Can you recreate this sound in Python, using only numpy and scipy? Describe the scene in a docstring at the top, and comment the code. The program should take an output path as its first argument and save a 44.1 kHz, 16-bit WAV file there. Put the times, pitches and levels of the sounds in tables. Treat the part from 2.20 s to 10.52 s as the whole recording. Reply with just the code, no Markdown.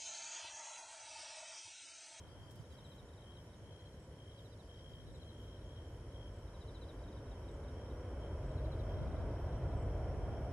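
"""Jet and crickets at night

On a hill above an airfield a distant jet nears: coloured noise bands and a climbing tonal ridge swell.
Field crickets (chirped wing strokes), tree crickets (stroke trains) and smaller insects sing and tick.
A light breeze (low noise puffs) brushes a hand-held camera; fingers touch it (noise bursts, damped
bumps) and its electronics whine faintly twice a second (gated sines). Steady coloured hiss lies below."""
import sys
import numpy as np
from scipy import signal
from scipy.fft import rfft, irfft, next_fast_len
from scipy.io import wavfile
from scipy.ndimage import uniform_filter1d, map_coordinates

SR = 44100
rng = np.random.default_rng(int(sys.argv[2]) if len(sys.argv) > 2 else 0)


def master_out(mix):
    """Clip the mix to full scale and print it as 16-bit PCM to the path in sys.argv[1]."""
    frames = np.transpose(np.atleast_2d(mix))
    ceiling = np.clip(frames, -1, 1)
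    pcm = np.round(ceiling * 32767).astype(np.int16)
    wavfile.write(sys.argv[1], SR, pcm)


N = 367132
T = np.arange(N) / SR

# jet approach, before trims: [t/s, roar level/dB, high rush level/dB]
JET_APPROACH = [(0.1, -62.5, -69), (2.15, -61, -72), (2.76, -61, -71.5), (3.23, -58.5, -70),
                (4.09, -58.5, -68), (6.94, -48.5, -59.5), (7.3, -49.5, -59.5), (7.84, -48, -59.5),
                (8.2, -49, -59.5)]
# spectra, relative density: [f/Hz, level/dB]
FAR_RUMBLE_SPECTRUM = [(12, -47), (22, -25), (33, -18), (52, -3.5), (75, 1), (97, 1.5), (125, -4),
                       (150, -5.5), (180, -14), (225, -15.5), (330, -36)]
NEAR_RUMBLE_SPECTRUM = [(12, -40), (22, -15), (33, -15.5), (46, 2), (62, -0.5), (95, -1), (120, -5.5),
                        (148, -11), (175, -24), (260, -40)]
# roar spectrum as for a ridge at ROAR_REF_HZ, relative density: [f/Hz, level/dB]
ROAR_SPECTRUM = [(130, -24), (180, -2), (215, -2.5), (250, -3.5), (300, -1.5), (400, -1.5), (520, -2),
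                 (610, -1), (685, -4.5), (730, -6.5), (800, -12), (1100, -47.5)]
# spectra, relative density: [f/Hz, level/dB]
RUSH_SPECTRUM = [(550, -9.5), (700, -0.5), (800, -4.5), (970, -1), (1100, -6), (1210, -9), (1450, -7.5),
                 (1640, -11.5), (1830, -17), (2050, -15.5), (2640, -22.5), (3900, -37.5)]
HISS_SPECTRUM = [(1100, -6.5), (1750, 9), (2200, 2), (2800, -3.5), (4400, -3.5), (6100, -4), (7800, -5.5),
                 (9600, -0.5), (10800, -8.5), (12500, -14.5), (15500, -24)]
BUFFET_SPECTRUM = [(12, -28), (20, -8), (80, 8), (125, 1.5), (250, -6), (450, -25), (800, -50)]
# rumble surges on the way through the air: [peak t/s, length/s, extra level/dB]
RUMBLE_SURGES = [(3.9, 1, 3), (6.423, 0.51, 3.5), (7.5, 0.56, 3.5)]
# nearest tree cricket's bouts, nominal level: [start t/s, length/s, level/dB]
TREE_CRICKET_BOUTS = [(0, 0.34, -69.5), (.49, .28, -68.5), (1.0, 0.21, -66), (1.44, 0.26, -67.5),
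                      (1.99, 0.24, -67), (2.485, .35, -64), (3.0, 0.37, -66), (3.426, 0.25, -67.5),
                      (3.93, 0.16, -65), (5.544, 0.12, -69.5), (5.992, 0.15, -68.5), (6.664, .18, -70),
                      (8.05, 0.15, -71)]
# breeze puffs at the microphone ports, nominal level: [peak t/s, length/s, level/dB]
BREEZE_PUFFS = [(.15, 0.66, -69), (1.44, 0.21, -71), (2.855, 0.28, -64.5), (5.622, 0.086, -69),
                (6.032, 0.17, -74), (6.888, 0.24, -50), (7.55, .2, -62), (8.05, 0.76, -59)]
# bush cricket rasps, level before pan and tail: [first t/s, rasps, spacing/s, level/dB]
BUSH_CRICKET_RASPS = [(0.11, 4, .14, -74), (2.18, 5, .135, -76), (4.40, 5, .135, -76), (6.43, 6, 0.14, -78)]
# triple ticks of a small insect, level before pan and tail: [t/s, level/dB]
TRIPLE_TICKS = [(0.645, -74), (1.80, -74), (2.93, -74), (4.14, -74), (5.29, -73), (6.27, -75), (7.575, -72)]
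# thin high calls, level before pan and tail: [first t/s, strokes, spacing/s, level/dB]
THIN_CALLS = [(2.81, 5, .073, -86), (6.39, 4, .073, -83.5)]
# finger clicks, noise level before band-pass: [t/s, level/dB]
FINGER_CLICKS = [(0.2942, -71), (0.3074, -61.5), (0.316, -66), (0.3556, -64), (0.398, -69)]
# camera body bumps, nominal level before left/right offset: [t/s, level/dB, f/Hz]
BODY_BUMPS = [(0.395, -45, 120), (0.828, -50, 102)]
# field cricket songs, counts get rounded, f and level nominal: [start t/s, slow strokes, slow spacing/s,
# trill strokes, pairs, f/Hz, level/dB, trill re slow strokes/dB, left re right/dB, left lead/rad]
FIELD_CRICKET_SONGS = [ (0.452, 6, .068, 4, 2.5, 3886, -66.5, -5, 4, 0.2),
                       (1.399, 6, .067, -0.5, 0.5, 4120, -74, -6, 1, -2.5),
                       (2.048, 6, .0712, 3, 2.5, 3830, -70.5, -4, -9.5, 4.5),
                       (2.742, 6, .071, 6.5, 1, 3920, -67.5, -7.5, 4.5, -2.5),
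                       (4.283, 7, .069, 5, 4, 3870, -64.5, -6, 6, .7),
                       (6.241, 6, .072, 7.5, 3, 3920, -68, -5, 5.5, -2.5),
                       (7.126, 6, 0.076, 3, 0, 4050, -81, -6, -2, -2)]

ROAR_TRIM_DB, RUSH_TRIM_DB = .5, 2
# rumble follows roar: level at the reference roar, gain in dB per dB of roar
ROAR_AT_REF_DB, RUMBLE_AT_REF_DB, RUMBLE_DB_PER_DB = -55, -48.5, 1.09
# tonal ridge at the top of the roar: steady pitch, then a climb
ROAR_REF_HZ, RIDGE_HZ, CLIMB_FROM_S, CLIMB_HZ_PER_S = 680, 581.6, 5.7, 50
# ridge level re roar, plus one swell
RIDGE_DB, RIDGE_PEAK_S, RIDGE_SWELL_S, RIDGE_EXTRA_DB = -15, 6.5, 1.0, 8.1
CHORUS_DB, CHORUS_RISE_DB_PER_S, CHORUS_WAVER_DB = -84.5, 0.45, 0.8
CALM_DB = -92.5  # air stirring between puffs
# first strokes of a song: this much weaker and lower, easing off over a few strokes
WARM_UP_DB, WARM_UP_HZ, WARM_UP_STROKES = 12, 80, 1.33
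# quick strokes: spacing, drop in pitch, weakening of the first in each group
QUICK_S, QUICK_DROP_HZ, LEAD_IN_DB = .0445, 60, 5
# step to each quick group, its growth per further pair, level lost per group
PAUSE_S, PAUSE_GROWS_S, PAIR_FADE_DB = .1, .026, .6
CUTOFF_HZ = 15650


def from_db(db):
    """Decibels to gain."""
    return 10 ** (np.asarray(db) / 20)


def rms_one(x):
    """Scale to unit rms."""
    return x / np.sqrt(np.mean(np.abs(x) ** 2) + 1e-20)


def in_time(rows):
    """Each column of a curve, interpolated at every sample."""
    s, *columns = np.transpose(rows)
    return [np.interp(T, s, column) for column in columns]


def swell(peak_s, length_s):
    """Smooth rise and fall of height 1, length_s wide at half height."""
    return .5 ** np.minimum((2 * (T - peak_s) / length_s) ** 2, 60)


def drift(rate_hz):
    """Smooth random curve of rms 1, about rate_hz changes a second."""
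    knots = rng.standard_normal(4096)
    return rms_one(map_coordinates(knots, [T * rate_hz + 2], order=2, mode="wrap"))


def noise(spectrum, side_db):
    """Stereo noise shaped in frequency: mid of about rms 1, side at side_db re mid."""
    hz, db = np.transpose(spectrum)
    size = next_fast_len(N)
    bins_hz = np.maximum(np.fft.rfftfreq(size, 1 / SR), 1)
    gain = from_db(np.interp(np.log(bins_hz), np.log(hz), db, left=-200, right=-200))
    white = rng.standard_normal((2, size))
    mid, side = rms_one(irfft(rfft(white) * gain, size)[:, :N])
    return mid + from_db(side_db) * side * [[1], [-1]]


def noise_band(hz, width_hz):
    """Independent stereo noise in one band with steep skirts, rms 1."""
    edges_hz = [hz - width_hz / 2, hz + width_hz / 2]
    sos = signal.butter(2, edges_hz, "band", fs=SR, output="sos")
    return rms_one(signal.sosfilt(sos, rng.standard_normal((2, N)) + 1e-18))


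def place(tone, pan_db, lead_rad):
    """Complex tone at two microphone ports: left louder by pan_db, ahead by lead_rad."""
    left = from_db(pan_db / 2) * np.exp(.5j * lead_rad)
    right = from_db(-pan_db / 2) * np.exp(-.5j * lead_rad)
    return np.real(tone * np.array([[left], [right]]))


def add(out, sound, s):
    """Mix a short stereo sound in, centred on time s."""
    start = round(s * SR) - sound.shape[1] // 2
    low, high = max(start, 0), min(start + sound.shape[1], N)
    if high > low:
        out[:, low:high] += sound[:, low - start:high - start]


def stroke(hz, length_s, fall, bend=0):
    """One closing of the wings: the file slows, so the tone swells, sags in pitch and fades."""
    u = np.linspace(-1, 1, max(int(length_s * SR), 8))
    pitch_hz = hz * (1 - fall * u - bend * u * u)
    cycles = np.cumsum(pitch_hz) / SR + rng.random()
    return np.cos(np.pi * u / 2) ** 2 * np.exp(2j * np.pi * cycles)


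def trill(hz, per_s, duty, fall, jitter):
    """Unbroken train of slightly uneven wing strokes; complex, rms 1."""
    cycle = np.cumsum(per_s * (1 + jitter * drift(20))) / SR % 1
    u = np.clip(cycle / duty, 0, 1)
    pitch_hz = hz * (1 + fall * (1 - 2 * u) + .006 * drift(40))
    envelope = np.sin(np.pi * u) * from_db(2 * drift(50))
    return rms_one(envelope * np.exp(2j * np.pi * np.cumsum(pitch_hz) / SR))


def hillside(x, wet_db, t60_s):
    """Grass and bushes scatter a short diffuse stereo tail, fed from the left channel."""
    t = T[:SR // 3]
    tail = rng.standard_normal((2, len(t))) * from_db(-60 * t / t60_s) * (t > .006)
    tail /= np.sqrt(np.sum(tail ** 2, axis=1, keepdims=True))
    return x + from_db(wet_db) * signal.fftconvolve(x[:1], tail, axes=1)[:, :N]


def jet_rumble(roar_db):
    """Exhaust rumble: far colour fades into near colour, level follows the roar and surges."""
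    nearness = np.clip((T - 1.5) / 2.47, 0, 1)
    far = np.sqrt(1 - nearness) * noise(FAR_RUMBLE_SPECTRUM, side_db=-26.0)
    near = np.sqrt(nearness) * noise(NEAR_RUMBLE_SPECTRUM, side_db=-52.0)
    rumble = far + near
    # large eddies keep a fairly even strength
    rumble /= np.sqrt(uniform_filter1d(np.mean(rumble ** 2, axis=0), size=SR // 5))
    surge_db = sum(db * swell(s, length_s) for s, length_s, db in RUMBLE_SURGES)
    level_db = RUMBLE_AT_REF_DB + RUMBLE_DB_PER_DB * (roar_db - ROAR_AT_REF_DB) + surge_db
    return from_db(level_db) * rumble


def jet_roar(roar_db):
    """Exhaust roar: noise resampled to slide up with a narrow ridge, which is added on top."""
    ridge_hz = RIDGE_HZ + CLIMB_HZ_PER_S * np.maximum(T - CLIMB_FROM_S, 0)
    travel = np.cumsum(ridge_hz / ROAR_REF_HZ)
    source = noise(ROAR_SPECTRUM, side_db=-21.5)
    roar = np.array([map_coordinates(c, [travel], order=1, mode="wrap") for c in source])
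    carrier = np.exp(2j * np.pi * np.cumsum(ridge_hz) / SR)
    ridge = rms_one(np.real((drift(60) + 1j * drift(60)) * carrier))
    ridge_db = RIDGE_DB + RIDGE_EXTRA_DB * swell(RIDGE_PEAK_S, RIDGE_SWELL_S)
    return from_db(roar_db + ROAR_TRIM_DB) * rms_one(roar + from_db(ridge_db) * ridge)


def jet():
    """Turbulent exhaust through much air: it deepens, swells and shifts up in colour as it nears."""
    roar_db, rush_db = in_time(JET_APPROACH)
    rush = noise(RUSH_SPECTRUM, side_db=-10.0) * from_db([[-.5], [.5]])
    return jet_rumble(roar_db) + jet_roar(roar_db) + from_db(rush_db + RUSH_TRIM_DB) * rush


def tree_crickets():
    """One trills in bouts on the left, over a noise-band blur of distant ones."""
    gates = [from_db(db) * ((T > s) & (T < s + length_s)) for s, length_s, db in TREE_CRICKET_BOUTS]
    bouts = uniform_filter1d(sum(gates), size=SR // 20)
    voice = trill(3200, 62, duty=.8, fall=.03, jitter=0.1)
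    singer = place(bouts * voice, pan_db=6.5, lead_rad=-2.12)
    far = noise_band(3136, 290) * from_db([[1.2], [-1.2]])
    far_db = -77.0 + 0.39 * T + 1.15 * drift(25)
    return hillside(singer, wet_db=-24, t60_s=0.22) + from_db(far_db) * far


def chorus():
    """Far crickets near one pitch: two trills, stronger on the left, over a noise-band blur."""
    low = trill(5470, 55, duty=0.94, fall=.012, jitter=0.075)
    high = trill(5550, 73, duty=.9, fall=0.013, jitter=0.17)
    voices = place(low + high, pan_db=3, lead_rad=-2.67)
    blur = noise_band(5495, 290)
    level_db = CHORUS_DB + CHORUS_RISE_DB_PER_S * T + CHORUS_WAVER_DB * drift(5.5)
    return from_db(level_db) * (from_db(1.5) * voices + from_db(3.5) * blur)


def night_hiss():
    """Steady wide noise of the night."""
    return from_db(-75.5) * noise(HISS_SPECTRUM, side_db=0.5)


def breeze():
    """Small puffs of air buffet each microphone port almost on its own: low noise, wide stereo."""
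    puffs = sum(from_db(db) * swell(s, length_s) for s, length_s, db in BREEZE_PUFFS)
    flow = from_db(CALM_DB) + puffs
    return flow * from_db(2.0 * drift(15)) * noise(BUFFET_SPECTRUM, side_db=-0.5)


def small_insects():
    """Short wing strokes: rasps, triple ticks, thin high calls and a soft twitter of pips."""
    out = np.zeros((2, N))
    for s, rasps, spacing_s, db in BUSH_CRICKET_RASPS:
        for k in range(round(rasps)):
            for offset_s in np.linspace(-.024, .024, num=5):
                rasp = stroke(4820 + 60 * rng.normal(), 0.015, fall=0.06)
                add(out, place(from_db(db) * rasp, -2, 1.0), s + k * spacing_s + offset_s)
    for s, db in TRIPLE_TICKS:
        for k in range(3):
            tick = stroke(7820, .016, fall=.06)
            add(out, place(from_db(db) * tick, 1, 0.56), s + k * .025)
    for s, strokes, spacing_s, db in THIN_CALLS:
        for k in range(round(strokes)):
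            call = stroke(11850, .03, fall=.06)
            add(out, place(from_db(db) * call, 2, 1), s + k * spacing_s)
    # twitter: random throughout, slowly fainter
    for when, size, pitch, side in rng.random((420, 4)):
        s = when * T[-1]
        pip_db = -85 + 6 * size - .6 * s
        pip = from_db(pip_db) * stroke(6480 + 620 * pitch, .03, fall=.025)
        add(out, place(pip, 6 * (side - .5), 2 * np.pi * side), s)
    return hillside(out, wet_db=-5.5, t60_s=0.046)


def electronic_whine():
    """Two steady sines, gated on briefly every half second."""
    busy = uniform_filter1d(1. * ((T - .185) % .5 < .09), size=500)
    low = from_db(-88.5) * np.sin(2 * np.pi * 11712 * T)
    high = from_db(-96) * np.sin(2 * np.pi * 12079 * T)
    return busy * (low + high) * from_db(1.5 * drift(2.9))


def camera_handling():
    """Fingers: decaying noise clicks and light rubbing, band-passed; damped low bumps, right louder."""
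    out = np.zeros((2, N))
    for s, db in FINGER_CLICKS:
        age_s = np.maximum(T - s, 0)
        out += from_db(db) * (T > s) * np.exp(-age_s / 0.013) * rng.standard_normal((2, N))
    # rubbing while the grip settles
    rub = np.interp(T, [.25, .35, .75, 1.0], [0.24, 1, .7, 0.049])
    out += from_db(-77.5 + 3 * drift(40)) * rub * rng.standard_normal((2, N))
    sos = signal.butter(2, [3500, 12500], "band", fs=SR, output="sos")
    out = signal.sosfilt(sos, out + 1e-18)
    for s, db, hz in BODY_BUMPS:
        age_s = np.maximum(T - s, 0)
        rise = age_s / 0.0071
        envelope = rise * np.exp(1 - np.minimum(rise, 50))
        out += from_db(db + np.array([[-4], [4]])) * envelope * np.sin(2 * np.pi * hz * age_s)
    return out


def song(slow, spacing_s, quick, pairs, trill_db):
    """Swelling slow strokes, a quick trill, then ever later, fainter pairs.

    Rows: (t/s after start, stroke period/s, pitch offset/Hz, level offset/dB)."""
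    cold = np.exp(-(np.arange(round(slow)) / WARM_UP_STROKES) ** 2)
    strokes = [(k * spacing_s, spacing_s, -WARM_UP_HZ * c, -WARM_UP_DB * c) for k, c in enumerate(cold)]
    for group, count in enumerate([round(quick)] + [2] * round(pairs)):
        start_s = strokes[-1][0] + PAUSE_S + PAUSE_GROWS_S * max(group - 1, 0)
        group_db = trill_db - PAIR_FADE_DB * group
        for k in range(count):
            level_db = group_db - LEAD_IN_DB * (k == 0)
            strokes.append((start_s + k * QUICK_S, QUICK_S, -QUICK_DROP_HZ, level_db))
    return strokes


def field_crickets():
    """Songs of wing strokes that start level, then fall in pitch, over a noise-band blur of far singers."""
    out = np.zeros((2, N))
    for s, slow, spacing_s, quick, pairs, hz, db, trill_db, pan_db, lead_rad in FIELD_CRICKET_SONGS:
        for after_s, period_s, offset_hz, offset_db in song(slow, spacing_s, quick, pairs, trill_db):
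            stroke_hz = (hz + offset_hz) * (1 + 0.0066 * rng.normal())
            tone = stroke(stroke_hz, 0.63 * period_s, fall=0.039 + 0.98 * period_s, bend=0.073)
            effort = from_db(db + offset_db + rng.normal(0, 1))
            add(out, place(np.sqrt(2) * effort * tone, pan_db, lead_rad), s + after_s)
    far = noise_band(3910, 460) * from_db(-87.5 + 2.5 * drift(25))
    return hillside(out, wet_db=-10, t60_s=.19) + far


def scene():
    """Sum of jet, insects, hiss, breeze and camera sounds."""
    far_sounds = jet() + tree_crickets() + chorus() + night_hiss()
    camera = electronic_whine() + camera_handling()
    return far_sounds + breeze() + small_insects() + camera + field_crickets()


def record(dry):
    """The recorder low-passes steeply at CUTOFF_HZ."""
    return signal.sosfilt(signal.ellip(10, .1, 70, CUTOFF_HZ, fs=SR, output="sos"), dry)


dry = scene()
out = record(dry)
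master_out(out)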